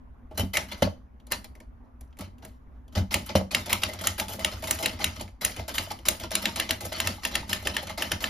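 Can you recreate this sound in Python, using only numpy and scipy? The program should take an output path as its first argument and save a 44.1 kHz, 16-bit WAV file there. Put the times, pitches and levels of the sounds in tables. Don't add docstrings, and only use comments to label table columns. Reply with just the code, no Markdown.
import sys
import numpy as np
from scipy import signal
from scipy.fft import rfft, irfft, next_fast_len
from scipy.io import wavfile
from scipy.ndimage import uniform_filter1d, map_coordinates

SR = 44100
rng = np.random.default_rng(int(sys.argv[2]) if len(sys.argv) > 2 else 0)


def output_pcm(signal):
    pcm = np.clip(np.atleast_2d(signal).T, -1, 1) * 32767
    wavfile.write(sys.argv[1], SR, np.round(pcm).astype(np.int16))


def magnitude_from_level(level_db):
    exponent = np.asarray(level_db, float) / 20
    return 10 ** exponent


N = 365588


# (time [s], peak level [dB], type bar pitch [Hz], air level [dB], platen ring [dB])
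STRIKES = [(0.5698, -6.5, 2230, -14.5, -0.5), (1.3195, -13, 1800, -9.5, -5.5), (3.141, -3.5, 2230, -16, -4),
           (3.5469, -4.5, 2160, -20, -1), (3.728, -8, 2170, -10, -1.5), (3.834, -9, 2140, -14.5, 2.5),
           (4.0703, -9, 2170, -8, -2.5), (4.198, -10, 2140, -16.5, -0.5), (4.4461, -8.5, 2180, -13.5, 4.5),
           (4.7087, -10, 2150, -6.5, -7), (4.858, -8.5, 2070, -14.5, 3.5), (5.042, -9.5, 2110, -10.5, 4),
           (5.448, -10, 2040, -6, -3), (5.7813, -8, 2140, -18.5, -1), (6.0848, -8, 2110, -6, 0),
           (6.352, -8.5, 2320, -9.5, -2.5), (6.4547, -7, 2200, -19, 0.5), (6.5979, -8.5, 2330, -17, 2),
           (6.707, -7.5, 2310, -16, -1), (7.001, -9, 2090, -15, -0.5), (7.0714, -7.5, 2180, -18.5, -5),
           (7.2501, -10.5, 2300, -16, 0.5), (7.3532, -6, 2250, -18, -2), (7.5295, -9, 2110, -15, -1.5),
           (7.6709, -10, 2020, -17, 1.5), (7.7658, -10.5, 2240, -19.5, -1.5), (8.022, -10.5, 2250, -17, -2),
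           (8.117, -7, 2220, -21, -5), (8.2406, -9.5, 2220, -24.5, -2.5)]
# (shift key down [s], let go [s], carriage lands [s])
SHIFTS = [
    (0.375, 0.714, 0.8185),
    (2.9515, 3.2896, 3.3503),
]


def strikes():
    rows = []
    for s, db, hz, air_db, ring_db in STRIKES:
        shifted = any(down < s < up for down, up, _ in SHIFTS)
        rows.append((s, db, hz, ring_db, air_db, -28 + 2 * shifted))
    return np.array(rows)


# (pitch at line start [Hz], at end [Hz], level at start [dB], middle [dB], end [dB])
PLATEN_MODES = [(1980, 1780, -10.5, -8, 0.5), (2820, 2750, -1, 0, -1.5), (3180, 3050, -3.5, -11, 3),
                (3300, 3290, -12, -5, -8), (3660, 3630, -14.5, -2.5, -22), (3830, 4020, -9.5, 0, -26)]
LINE_TIMES = (3.5, 6.2, 8.1)
BAR_LEVELS = (-4.5, -6.5, -11)


def slugs():
    out, t = np.zeros(N + SR), np.arange(4096) / SR
    noise = rng.standard_normal((len(STRIKES), 2, len(t)))
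    phases = rng.normal(0, 0.59, (len(STRIKES), len(PLATEN_MODES) + 1))
    fade = magnitude_from_level(-60 * t / 0.033) / (1 + (t / .007) ** 4)
    frame = modes([(4630, 180, -2), (6130, 280, -0.19)])
    for (s, db, bar_hz, ring_db, air_db, _), (hit, shake), phase in zip(strikes(), noise, phases):
        notes = [(bar_hz, np.interp(s, LINE_TIMES, BAR_LEVELS) - ring_db)]
        for first_hz, last_hz, *levels in PLATEN_MODES:
            hz = np.interp(s, LINE_TIMES[::2], (first_hz, last_hz))
            notes.append((hz, np.interp(s, LINE_TIMES, levels)))
        tightness = 0.025 * s
        core = (1 + tightness * np.exp(-((t - .002) / 0.00096) ** 2)) / (1 + .5 * tightness)
        blow = hit * core * (1 - np.exp(-t / 0.0015)) * (fade + 0.16 * magnitude_from_level(-60 * t / 0.003))
        ring = sum(magnitude_from_level(ring_db + level_db) * np.sin(2 * np.pi * hz * t + turn)
                   for (hz, level_db), turn in zip(notes, phase))
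        ring *= 0.5 * core * fade * (1 - np.exp(-(t / 0.0004) ** 2))
        rough = filtered(shake, modes([(hz, 200, level_db) for hz, level_db in notes]))
        tail = unit(rough) * magnitude_from_level(-28.0 - 60 * t / 0.11)
        place(out, s, magnitude_from_level(db - 2.5) * (0.47 * crack(blow, frame, air_db + 18) + ring + tail))
    return out[:N]


# (frequency [Hz], level per Hz [dB])
CRACK_COLOUR = [(600, -21.5), (1200, 6.5), (2000, 6.5), (3000, 7), (4500, 4), (6500, 1), (9000, 0.5),
                (12500, -15.5), (15000, -10.5), (16500, -23)]


def crack(blow, rings, air_db):
    colour = lambda f: magnitude_from_level(along(CRACK_COLOUR, f))
    body = filtered(blow, lambda f: colour(f) * (4.6 + rings(f)) / (1 + (f / 8000) ** 6))
    air = filtered(blow, lambda f: colour(f) / (1 + (8000 / (f + 1)) ** 6))
    return body / np.abs(body).max() + magnitude_from_level(air_db) * air / np.abs(air).max()


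# (time [s], peak
# level [dB], case knock [dB], ping pitch [Hz])
PRESSES = [(0.533, -22, -1.5, 3120), (1.303, -44.5, 12, 2110), (3.1076, -24, -5.5, 4340),
           (3.5076, -27.5, -9, 2490), (3.694, -23, 0.5, 4050), (3.8164, -27, 0, 2700),
           (4.037, -25, 0, 4200), (4.1784, -25, 3, 2950), (4.3923, -32, -7, 2050), (4.672, -29.5, -1, 3900),
           (4.8259, -21.5, -6, 3540), (5.0065, -27, -1, 3170), (5.4101, -28, -2, 2060),
           (5.7384, -27, -9, 3640), (6.0528, -27, -1, 2200), (6.3145, -25.5, -5.5, 5400),
           (6.4174, -29, -12, 4290), (6.557, -27, -3, 3870), (6.6897, -18, 0, 2230),
           (6.9616, -31.5, -4, 4260), (7.0414, -28.5, -2, 3080), (7.2327, -24, -6, 1930),
           (7.3094, -34.5, -3, 3200), (7.4937, -25.5, -6.5, 3900), (7.6485, -28, 4, 3000),
           (7.736, -29.5, -7, 3860), (7.9748, -27, -2, 2100), (8.109, -28.5, 10.5, 3020),
           (8.2037, -28, -6.5, 4300)]


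def presses():
    rows = []
    for (s, db, knock_db, hz), (hit, *_) in zip(PRESSES, STRIKES):
        t60 = 12 * (hit - s) * magnitude_from_level(0.92 * min(-26 - db, 3))
        rows.append((s, db, knock_db, -33 - db, t60, hz))
    return rows


# (time [s], peak level
# [dB], t60 [s], ping pitch [Hz])
FALLS = [(3.658, -30, 0.26, 3430), (3.884, -30.5, 0.24, 2010), (3.9332, -34.5, 0.25, 3400),
         (3.9874, -28.5, 0.088, 4300), (4.281, -32, 0.42, 3600), (4.319, -27, 0.11, 3180),
         (4.5176, -35, 0.29, 5330), (4.5856, -41.5, 0.032, 3200), (4.784, -33, 0.94, 3120),
         (4.9276, -39.5, 0.13, 1770), (4.989, -28.5, 0.14, 2430), (5.1577, -33.5, 0.14, 6200),
         (5.1955, -23.5, 0.044, 2080), (5.5628, -31, 0.27, 2430), (5.679, -27, 0.15, 3700),
         (6.197, -33.5, 0.22, 3560), (6.804, -33.5, 0.49, 2600), (6.9187, -27.5, 0.37, 1960),
         (7.2217, -38, 0.088, 2650), (7.2694, -25, 0.065, 3030), (7.339, -25.5, 0.14, 1700),
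         (7.4752, -40, 0.078, 2540), (7.621, -36.5, 0.16, 1950), (7.652, -23.5, 0.058, 3380),
         (7.868, -34, 0.26, 3440)]


def falls():
    return [(s, db, -31.5 - db, -36.5 - db, t60, hz) for s, db, t60, hz in FALLS]


# (time [s], peak level [dB], ping pitch [Hz])
STOPS = [(4.009, -26.5, 3070), (4.333, -37, 3100), (4.622, -29, 3300), (4.637, -25, 3420),
         (5.207, -30, 3260), (5.59, -32, 2030), (5.692, -26, 3640), (5.903, -25.5, 2010),
         (6.2308, -26.5, 2500), (6.8474, -27.5, 2460), (7.8247, -30.5, 2090), (7.8942, -25.5, 2110)]


def stops():
    return [(s, db, -20.5 - db, -33 - db, 0.11, hz) for s, db, hz in STOPS]


# (time after its moment [s], peak level [dB], case knock [dB], desk thud [dB], t60 [s])
SHIFT_DOWN = [
    (-.03, -52.5, -0.5, 15.5, 0.55),
    (0, -19, 5, -8, 0.09),
    (0.017, -20.5, 4, -3, .115),
    (0.032, -28.5, 22.5, 6, 0.065),
]
SHIFT_LET_GO = [
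    (-.03, -36.5, -38, -5.5, 0.18),
    (0, -25.5, 3.5, -6.5, 0.14),
]
SHIFT_LANDS = [
    (0.0018, -14, 14, -6.5, 0.1),
]


def shifts():
    rows = []
    for moments in SHIFTS:
        for s, steps in zip(moments, (SHIFT_DOWN, SHIFT_LET_GO, SHIFT_LANDS)):
            rows += [(s + after, *step, 3000) for after, *step in steps]
    return rows


# (time [s], peak level [dB], case knock [dB], desk thud [dB], t60 [s])
HANDS = [(0.3077, -55.5, 30, 22, 0.12), (0.7712, -44.5, 1, -24.5, 0.46), (1.313, -20.5, 8, -42, 0.11),
         (1.324, -16, -3, -41, 0.037), (1.4423, -32, 5.5, -26, 0.056), (2.187, -38.5, 7.5, 1, 0.19),
         (2.209, -33, 2, -5.5, 0.11), (2.2396, -39.5, 0, -7, 0.066), (2.422, -45, 12.5, 9, 0.17),
         (1.84, -75, 22, 9.5, 0.36), (2.251, -54, -0.5, 5.5, 0.23), (2.46, -57.5, -2, 5, 0.37),
         (2.745, -76, 17.5, 23, 0.13)]


def hands():
    return [(*row, 2060) for row in HANDS]


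def moves():
    touches = [(s, db - 3 + .3 * min(air_db, 0), 14, -15, 0.12, hz) for s, db, air_db, hz in TICKS]
    return np.array(presses() + falls() + stops() + shifts() + hands() + touches)


# (frequency [Hz], level per Hz [dB])
RATTLE_COLOUR = [(500, -29.5), (900, 2.5), (1500, -0.5), (2000, 1), (3000, 1.5), (5000, 0.5), (8000, -6),
                 (11000, -16), (14000, -17), (15600, -14.5), (16100, -53)]
# (pitch [Hz], width [Hz], level [dB])
BAR_MODES = [(1285, 30, -2), (1770, 40, -3), (2060, 50, 2), (2640, 40, -2), (3035, 40, 2), (3870, 40, -3),
             (4081, 30, -2), (4613, 25, 2), (5195, 30, -2), (5420, 30, 3), (5750, 25, -3), (6252, 15, -3),
             (6830, 30, -4), (9270, 60, -2), (10710, 60, -2), (11020, 40, -2)]


def linkage():
    move, strike = moves().T, strikes().T
    loose = bursts(move[0], move[1] - 7.5, move[4], attack=0.0028)
    after = bursts(strike[0], .5 * strike[1] - 24, 0.14, attack=0.0088)
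    gust_db = rng.normal(0, 3.5, len(move[0]))
    bright = bursts(move[0], move[1] - 12 + gust_db, 0.82 * move[4], attack=0.0033)
    bright_after = bursts(strike[0], 0.049 * strike[4] - 26, 0.03, attack=0.0021)
    bars = modes(BAR_MODES)
    steel = lambda f: magnitude_from_level(along(RATTLE_COLOUR, f)) * (.8 + 1.15 * bars(f))
    low = lambda f: 1 / (1 + (f / 7800) ** 8)
    rattle = np.hypot(loose, after)
    near, far = (shaken(rattle, lambda f: steel(f) * low(f), rate=360, depth_db=2.5) for _ in range(2))
    hiss = np.hypot(bright, bright_after)
    air = shaken(hiss, lambda f: steel(f) * (1 - low(f)), rate=80, depth_db=3.0)
    far = filtered(far, lambda f: 1 + modes([(1350, 500, 2)])(f))
    return patchy(near, 3.9) + patchy(air, 3) + 0.4 * patchy(far, 2.4) * [[1], [-1]]


# (pitch [Hz], level [dB], t60 [s])
SPRINGS = [(2094, -1.5, .25), (3140, -2.5, .33), (4081, -0.5, 0.22), (4605, 6, 0.25), (5160, -0.5, 0.16),
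           (5470, 0, 0.18), (5720, -5.5, 0.27), (6200, -4.5, .38)]


def pings():
    out, t = np.zeros(N + SR), np.arange(SR // 4) / SR
    rise = 1 - np.exp(-t / 0.00083)
    for s, db, _, _, t60, hz in moves():
        decay = magnitude_from_level(db - 12.5 - 60 * t / max(0.17 * t60, .01))
        place(out, s, decay * np.sin(2 * np.pi * hz * t) * rise)
        for note, level, life in SPRINGS:
            hum_db = 0.91 * db - 41 + level + 4.4 * np.sin(note * s)
            place(out, s, magnitude_from_level(hum_db - 60 * t / life) * np.sin(2 * np.pi * note * t))
    return out[:N]


# (time [s], peak level [dB], ring pitch [Hz])
CLACKS = [(3.5139, -25, 2440), (3.659, -28.5, 3450), (3.696, -25, 3940), (3.9341, -26, 3530),
          (3.9898, -32, 4250), (4.0118, -32, 3080), (4.038, -24, 4220), (4.2822, -25.5, 3400),
          (4.3345, -27, 3140), (4.3928, -26.5, 2080), (4.5151, -34, 5390), (4.6229, -31.5, 3470),
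          (4.6391, -25.5, 3610), (4.6717, -21.5, 3860), (4.788, -24, 3090), (4.8259, -20, 3410),
          (5.0045, -28.5, 3200), (5.161, -36, 5940), (5.2094, -24.5, 3170), (5.4127, -30, 3330),
          (5.4201, -30.5, 2100), (5.5628, -30, 3830), (5.681, -32, 3640), (5.692, -26.5, 3660),
          (5.7404, -29.5, 3560), (5.9158, -23.5, 2060), (6.0537, -25.5, 2100), (6.1985, -29, 3360),
          (6.235, -30, 2560), (6.3064, -25, 3590), (6.316, -20.5, 5430), (6.559, -20, 4330),
          (6.5687, -24, 2200), (6.8072, -27.5, 2550), (6.8488, -33.5, 2550), (6.8638, -28.5, 2950),
          (6.9266, -22, 2030), (6.9611, -28.5, 4320), (7.4922, -25.5, 3870), (7.625, -35.5, 2010),
          (7.8251, -33.5, 2070), (7.87, -28.5, 3370), (7.8935, -34, 2090), (7.9768, -27.5, 2050),
          (8.081, -40, 2090), (8.205, -28.5, 4290)]


def clacks():
    out, t = np.zeros(N + SR), np.arange(2048) / SR
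    noise = rng.standard_normal((len(CLACKS), len(t)))
    for (s, db, ring_hz), hit in zip(CLACKS, noise):
        blow = hit * magnitude_from_level(-60 * t / 0.039) * (1 - np.exp(-t / 0.00047))
        place(out, s, magnitude_from_level(db - 6.5) * crack(blow, modes([(ring_hz, 400, 10)]), 2.4))
    return out[:N]


# (time [s], peak level [dB], note [Hz])
RAPS = [(3.519, -36, 856), (3.531, -28, 615), (3.549, -30, 644), (3.679, -29, 624), (3.827, -35, 604),
        (3.888, -27, 630), (4.01, -39, 600), (4.044, -37, 630), (4.202, -29, 635), (4.216, -24, 856),
        (4.388, -27.5, 603), (4.401, -27, 660), (4.449, -26, 610), (4.526, -30, 610), (4.628, -33, 650),
        (4.685, -29, 628), (4.797, -30, 650), (4.809, -25, 630), (4.862, -27, 600), (5.001, -25.5, 830),
        (5.208, -28, 637), (5.418, -32.5, 590), (5.571, -36, 496), (5.595, -25.5, 650), (5.683, -27, 630),
        (5.873, -32, 634), (5.912, -23, 844), (6.059, -41, 594), (6.085, -25.5, 622), (6.212, -33, 620),
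        (6.24, -31, 990), (6.314, -23.5, 630), (6.353, -44, 665), (6.439, -26.5, 600), (6.568, -33, 610),
        (6.698, -31, 630), (6.82, -34, 620), (6.921, -24.5, 634), (7.001, -31, 920), (7.052, -37, 630),
        (7.074, -30, 910), (7.182, -35.5, 845), (7.235, -38, 1020), (7.252, -31, 934), (7.354, -35, 886),
        (7.43, -31, 890), (7.663, -36, 860), (7.767, -30, 885), (7.829, -37, 874), (7.879, -39, 540),
        (7.903, -27, 860), (7.978, -25.5, 657), (8.023, -42, 865), (8.055, -36, 630), (8.117, -30, 575),
        (8.229, -29, 622)]


def raps():
    out, t = np.zeros(N + SR), np.arange(SR // 8) / SR
    for s, db, hz in RAPS:
        note = np.sin(2 * np.pi * hz * t) + 0.35 * np.sin(2 * np.pi * 1.37 * hz * t)
        place(out, s, magnitude_from_level(db - 0.5 - 60 * t / 0.043) * (1 - np.exp(-t / 0.0012)) * note)
    return out[:N]


# (time [s], hollow knock [dB], boom [dB])
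DROPS = [
    (0.3943, -24, -18.5),
    (0.822, -8, -18.5),
    (.873, -23, -32.5),
    (2.967, -25, -16),
    (3.352, -7, -16),
    (3.41, -22.5, -31.5),
]
# (pitch [Hz], width [Hz], level [dB])
CARRIAGE_MODES = [(210, 220, 3.5), (335, 61, -0.5), (540, 33, -1.5), (634, 170, -0.5), (860, 220, 3)]


def carriage():
    out, t = np.zeros(N + SR), np.arange(SR // 3) / SR
    blow = np.exp(-((t - .002) / 0.000063) ** 2) - 0.45 * np.exp(-((t - .006) / 0.00054) ** 2)
    knock = filtered(blow, modes(CARRIAGE_MODES))
    thunk = np.exp(-((t - .004) / 0.002) ** 2) * np.sin(2 * np.pi * 575 * t)
    knock = 0.46 * knock / np.abs(knock).max() + 0.61 * thunk
    knock /= np.abs(knock).max()
    boom = np.sin(2 * np.pi * 91 * t) + 0.43 * np.sin(2 * np.pi * 190 * t)
    boom *= magnitude_from_level(-60 * t / 0.27) * (1 - np.exp(-t / 0.0051))
    for s, knock_db, boom_db in DROPS:
        place(out, s, magnitude_from_level(knock_db) * knock + magnitude_from_level(boom_db) * boom)
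    return out[:N]


# (time [s], peak level [dB], air level [dB], ring pitch [Hz])
TICKS = [(1.1992, -54, -19, 3180), (1.268, -50.5, -1.5, 4050), (1.443, -50, 4.5, 2070),
         (1.552, -44.5, -16.5, 2000), (1.6016, -43.5, -11, 2050), (2.0084, -52.5, 2.5, 2000),
         (2.075, -69, -20, 5900), (2.106, -68, -21.5, 5930), (2.127, -54, -38.5, 3000),
         (2.17, -49.5, -12, 2090), (2.1884, -48.5, 3, 1960), (2.2076, -41, -1.5, 2040),
         (2.382, -56.5, -8.5, 3020), (2.4241, -57.5, -20, 2690), (2.4491, -42.5, -4.5, 2060),
         (2.8794, -55, -9, 3380), (5.2776, -40, -33, 2130), (5.9888, -40, -19, 2960)]


def ticks():
    out, t = np.zeros(N + SR), np.arange(2048) / SR
    noise = rng.standard_normal((len(TICKS), len(t)))
    for (s, db, air_db, ring_hz), hit in zip(TICKS, noise):
        blow = hit * magnitude_from_level(-60 * t / 0.026) * (1 - np.exp(-t / .001))
        place(out, s, magnitude_from_level(db + 0.5) * crack(blow, modes([(ring_hz, 500, 28)]), air_db + 11.5))
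    return out[:N]


# (pitch [Hz], width [Hz], level [dB])
CASE_MODES = [(324.3, 42, -3.5), (539, 118, -5), (630, 53.4, 1.5), (856, 99, -5.5)]


def case():
    move, strike = moves().T, strikes().T
    light_db = np.minimum(move[1] + move[2], -14)
    knock = bursts(move[0], light_db - 3, 0.5 * move[4], attack=0.015)
    echo = bursts(strike[0], strike[1] + strike[5] - 1, 0.2, attack=0.0022)
    shell = modes(CASE_MODES)
    near, far = (shaken(np.hypot(knock, echo), shell, rate=55, depth_db=1.5) for _ in range(2))
    return near + 0.15 * far * [[1], [-1]]


# (pitch [Hz], width [Hz], level [dB])
DESK_MODES = [(72, 36.6, -4.5), (93.6, 10, 1.5), (129.4, 8.7, -12.5), (196.4, 26, -4), (260, 67, -10)]


def desk():
    move, strike = moves().T, strikes().T
    push = bursts(move[0], move[1] + move[3] + 3, 0.19, attack=0.013)
    jolt = bursts(strike[0], strike[1] - 25, 0.41, attack=0.0022)
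    return shaken(np.hypot(push, jolt), modes(DESK_MODES), rate=55, depth_db=2.0)


# (time [s], peak level [dB])
THUMPS = [(3.559, -34), (3.733, -33), (3.843, -34), (3.963, -32), (4.078, -35), (4.321, -34),
          (4.549, -29.5), (4.721, -32), (4.929, -38), (5.055, -36), (5.159, -37), (5.46, -33),
          (5.598, -28.5), (6.09, -33), (6.238, -31.5), (6.512, -36), (6.842, -29.5), (7.056, -30),
          (7.334, -36), (7.418, -33), (7.606, -35), (8.135, -31)]


def thumps():
    out, t = np.zeros(N + SR), np.arange(SR // 3) / SR
    boom = np.sin(2 * np.pi * 91 * t) + 0.87 * np.sin(2 * np.pi * 68 * t)
    boom *= magnitude_from_level(-60 * t / 0.25) * (1 - np.exp(-t / 0.01))
    for s, db in THUMPS:
        place(out, s - .008, magnitude_from_level(db + 0.5) * boom)
    return out[:N]


# (frequency [Hz], t60 [s])
WALLS = [(100, 0.26), (600, 0.22), (3000, 0.23), (12000, 0.25)]


def room(x):
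    out, step = np.zeros((2, N + SR)), SR // 3
    for start in range(0, N, step):
        hz, t, z = signal.stft(rng.standard_normal((2, step)), SR, nperseg=256)
        decay = magnitude_from_level(-60 * t / along(WALLS, hz)[:, None])
        tail = signal.istft(z * decay, SR, nperseg=256)[1]
        wet = signal.fftconvolve(x[None, start:start + step], tail / np.linalg.norm(tail[0]), axes=1)
        out[:, start + 200:][:, :wet.shape[1]] += wet
    return diffuse(out[:, :N], [(100, -2.5), (1000, 3.5), (3000, -3.5), (15200, -5.5), (16100, -31.0)])


# (frequency [Hz], level per Hz [dB])
HOUSE_COLOUR = [(20, -9.5), (35, -11.5), (59, 3), (80, -9.5), (110, -14.5), (160, -21.5), (200, -20.5),
                (248, -10), (290, -25.5), (500, -30), (1100, -30.5), (2000, -43.5), (4500, -61.5),
                (14000, -65.5)]


def house():
    drift = np.array([patchy(grit(9, 1.5), 2), patchy(grit(3, 1.5), 2)])
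    return magnitude_from_level(-48.5) * unit(diffuse(drift, HOUSE_COLOUR))


# (frequency [Hz], left lead [rad])
LEAD = [(0, 0), (1900, .1), (2900, .8), (4000, .45), (5000, 0), (6000, -.85), (7000, -1.7), (8000, -3),
        (8700, -3.2), (9700, -4.2), (11000, -5.9), (12400, -6.4), (13500, -7.4), (14800, -9.2),
        (17000, -9.6)]
# (frequency [Hz], left minus right [dB])
LEAN = [(300, .4), (1400, -.5), (2400, .5), (4200, 2.8), (6500, 1), (8500, 0)]


def ports(x, spread=1):
    hz, lead = np.transpose(LEAD)
    side = np.array([[.5], [-.5]])
    tilt = lambda f: magnitude_from_level(side * along(LEAN, f))
    return filtered(x, lambda f: tilt(f) * np.exp(1j * spread * side * np.interp(f, hz, lead)))


# (frequency [Hz], left-right likeness [-1 to 1])
ALIKE = [(60, .98), (250, .5), (600, .2), (1400, -.3), (2000, .5), (5000, 0), (8300, .8), (10000, .3),
         (12000, .8), (13700, .3), (15300, .8)]


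def diffuse(pair, points):
    turn = lambda hz: np.arccos(np.clip(along(ALIKE, hz), -1, 1)) / 2
    mid, side = filtered(pair, lambda hz: magnitude_from_level(along(points, hz)) * [np.cos(turn(hz)), np.sin(turn(hz))])
    return np.array([mid + side, mid - side])


def unit(x):
    return x / np.sqrt(np.mean(x ** 2) + 1e-20)


def place(out, s, sound):
    out[round(s * SR):][:len(sound)] += sound


def along(points, hz):
    f, v = np.transpose(points)
    return np.interp(np.log(hz + 1), np.log(f + 1), v)


def filtered(x, response):
    m = next_fast_len(x.shape[-1] + 8192)
    return irfft(rfft(x, m) * response(np.fft.rfftfreq(m, 1 / SR)), m)[..., :x.shape[-1]]


def modes(table):
    def response(f):
        total = 0
        for k, (c, w, db) in enumerate(table):
            total = total + (-1) ** k * magnitude_from_level(db) * 1j * f * w / (c * c - f * f + 1j * f * w)
        return total / (1 + (f / 15600) ** 30)
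    return response


def bursts(times, levels_db, t60s, attack):
    power, t = np.zeros(N + SR), np.arange(SR // 2) / SR
    for s, db, t60 in np.broadcast(times, levels_db, t60s):
        place(power, s, (magnitude_from_level(db - 60 * t / max(t60, .01)) * (1 - np.exp(-t / attack))) ** 2)
    return np.sqrt(power[:N])


def grit(rate, depth_db):
    lumps = map_coordinates(rng.standard_normal(int(N * rate / SR) + 4), [np.arange(N) * rate / SR])
    return unit(magnitude_from_level(depth_db * lumps) * rng.standard_normal(N))


def shaken(envelope, response, rate, depth_db):
    noise = grit(rate, depth_db)
    return filtered(envelope * noise, response) / np.std(filtered(noise, response))


def patchy(x, depth_db):
    z = signal.stft(x, nperseg=256)[2]
    field = uniform_filter1d(rng.standard_normal(z.shape), size=2, axis=0)
    gain = magnitude_from_level(depth_db * unit(uniform_filter1d(field, size=11, axis=1)))
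    return signal.istft(z * gain / np.sqrt(np.mean(gain ** 2)), nperseg=256)[1][:N]


def scene():
    platen = slugs() + ticks()
    keys = pings() + clacks() + raps() + linkage() + case() + carriage()
    around = keys + magnitude_from_level(-7.0) * room(platen + keys[0]) + house()
    return ports(platen, spread=0.96) + ports(around) + magnitude_from_level(-3.0) * desk() + thumps()


def joint_stereo(x, share=.42, from_hz=7650, jump=18):
    hz, _, z = signal.stft(np.array([x[0] + x[1], x[0] - x[1]]) / 2, SR, nperseg=512)
    power = uniform_filter1d(np.abs(z) ** 2, size=7, axis=1)
    power = np.abs(uniform_filter1d(power, size=3, axis=2))
    treble = (np.abs(z[:, hz > from_hz]) ** 2).sum(axis=(0, 1))
    attack = treble > jump * np.minimum(np.roll(treble, 2), np.roll(treble, -3))
    attack &= treble > 6 * np.median(treble)
    keep = (power > share * power[::-1]) | (hz[:, None] < from_hz) | attack
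    balance = np.where(hz[:, None] > 9000, [[[1.2]], [[.7]]], 1)
    mid, side = signal.istft(z * keep * balance, SR, nperseg=512)[1][:, :N]
    return np.array([mid + side, mid - side])


def roll_off(x):
    return signal.sosfilt(signal.butter(12, 16640, fs=SR, output="sos"), x)


def record(dry):
    mix = joint_stereo(dry)
    return roll_off(mix)


dry = scene()
out = record(dry)
output_pcm(out)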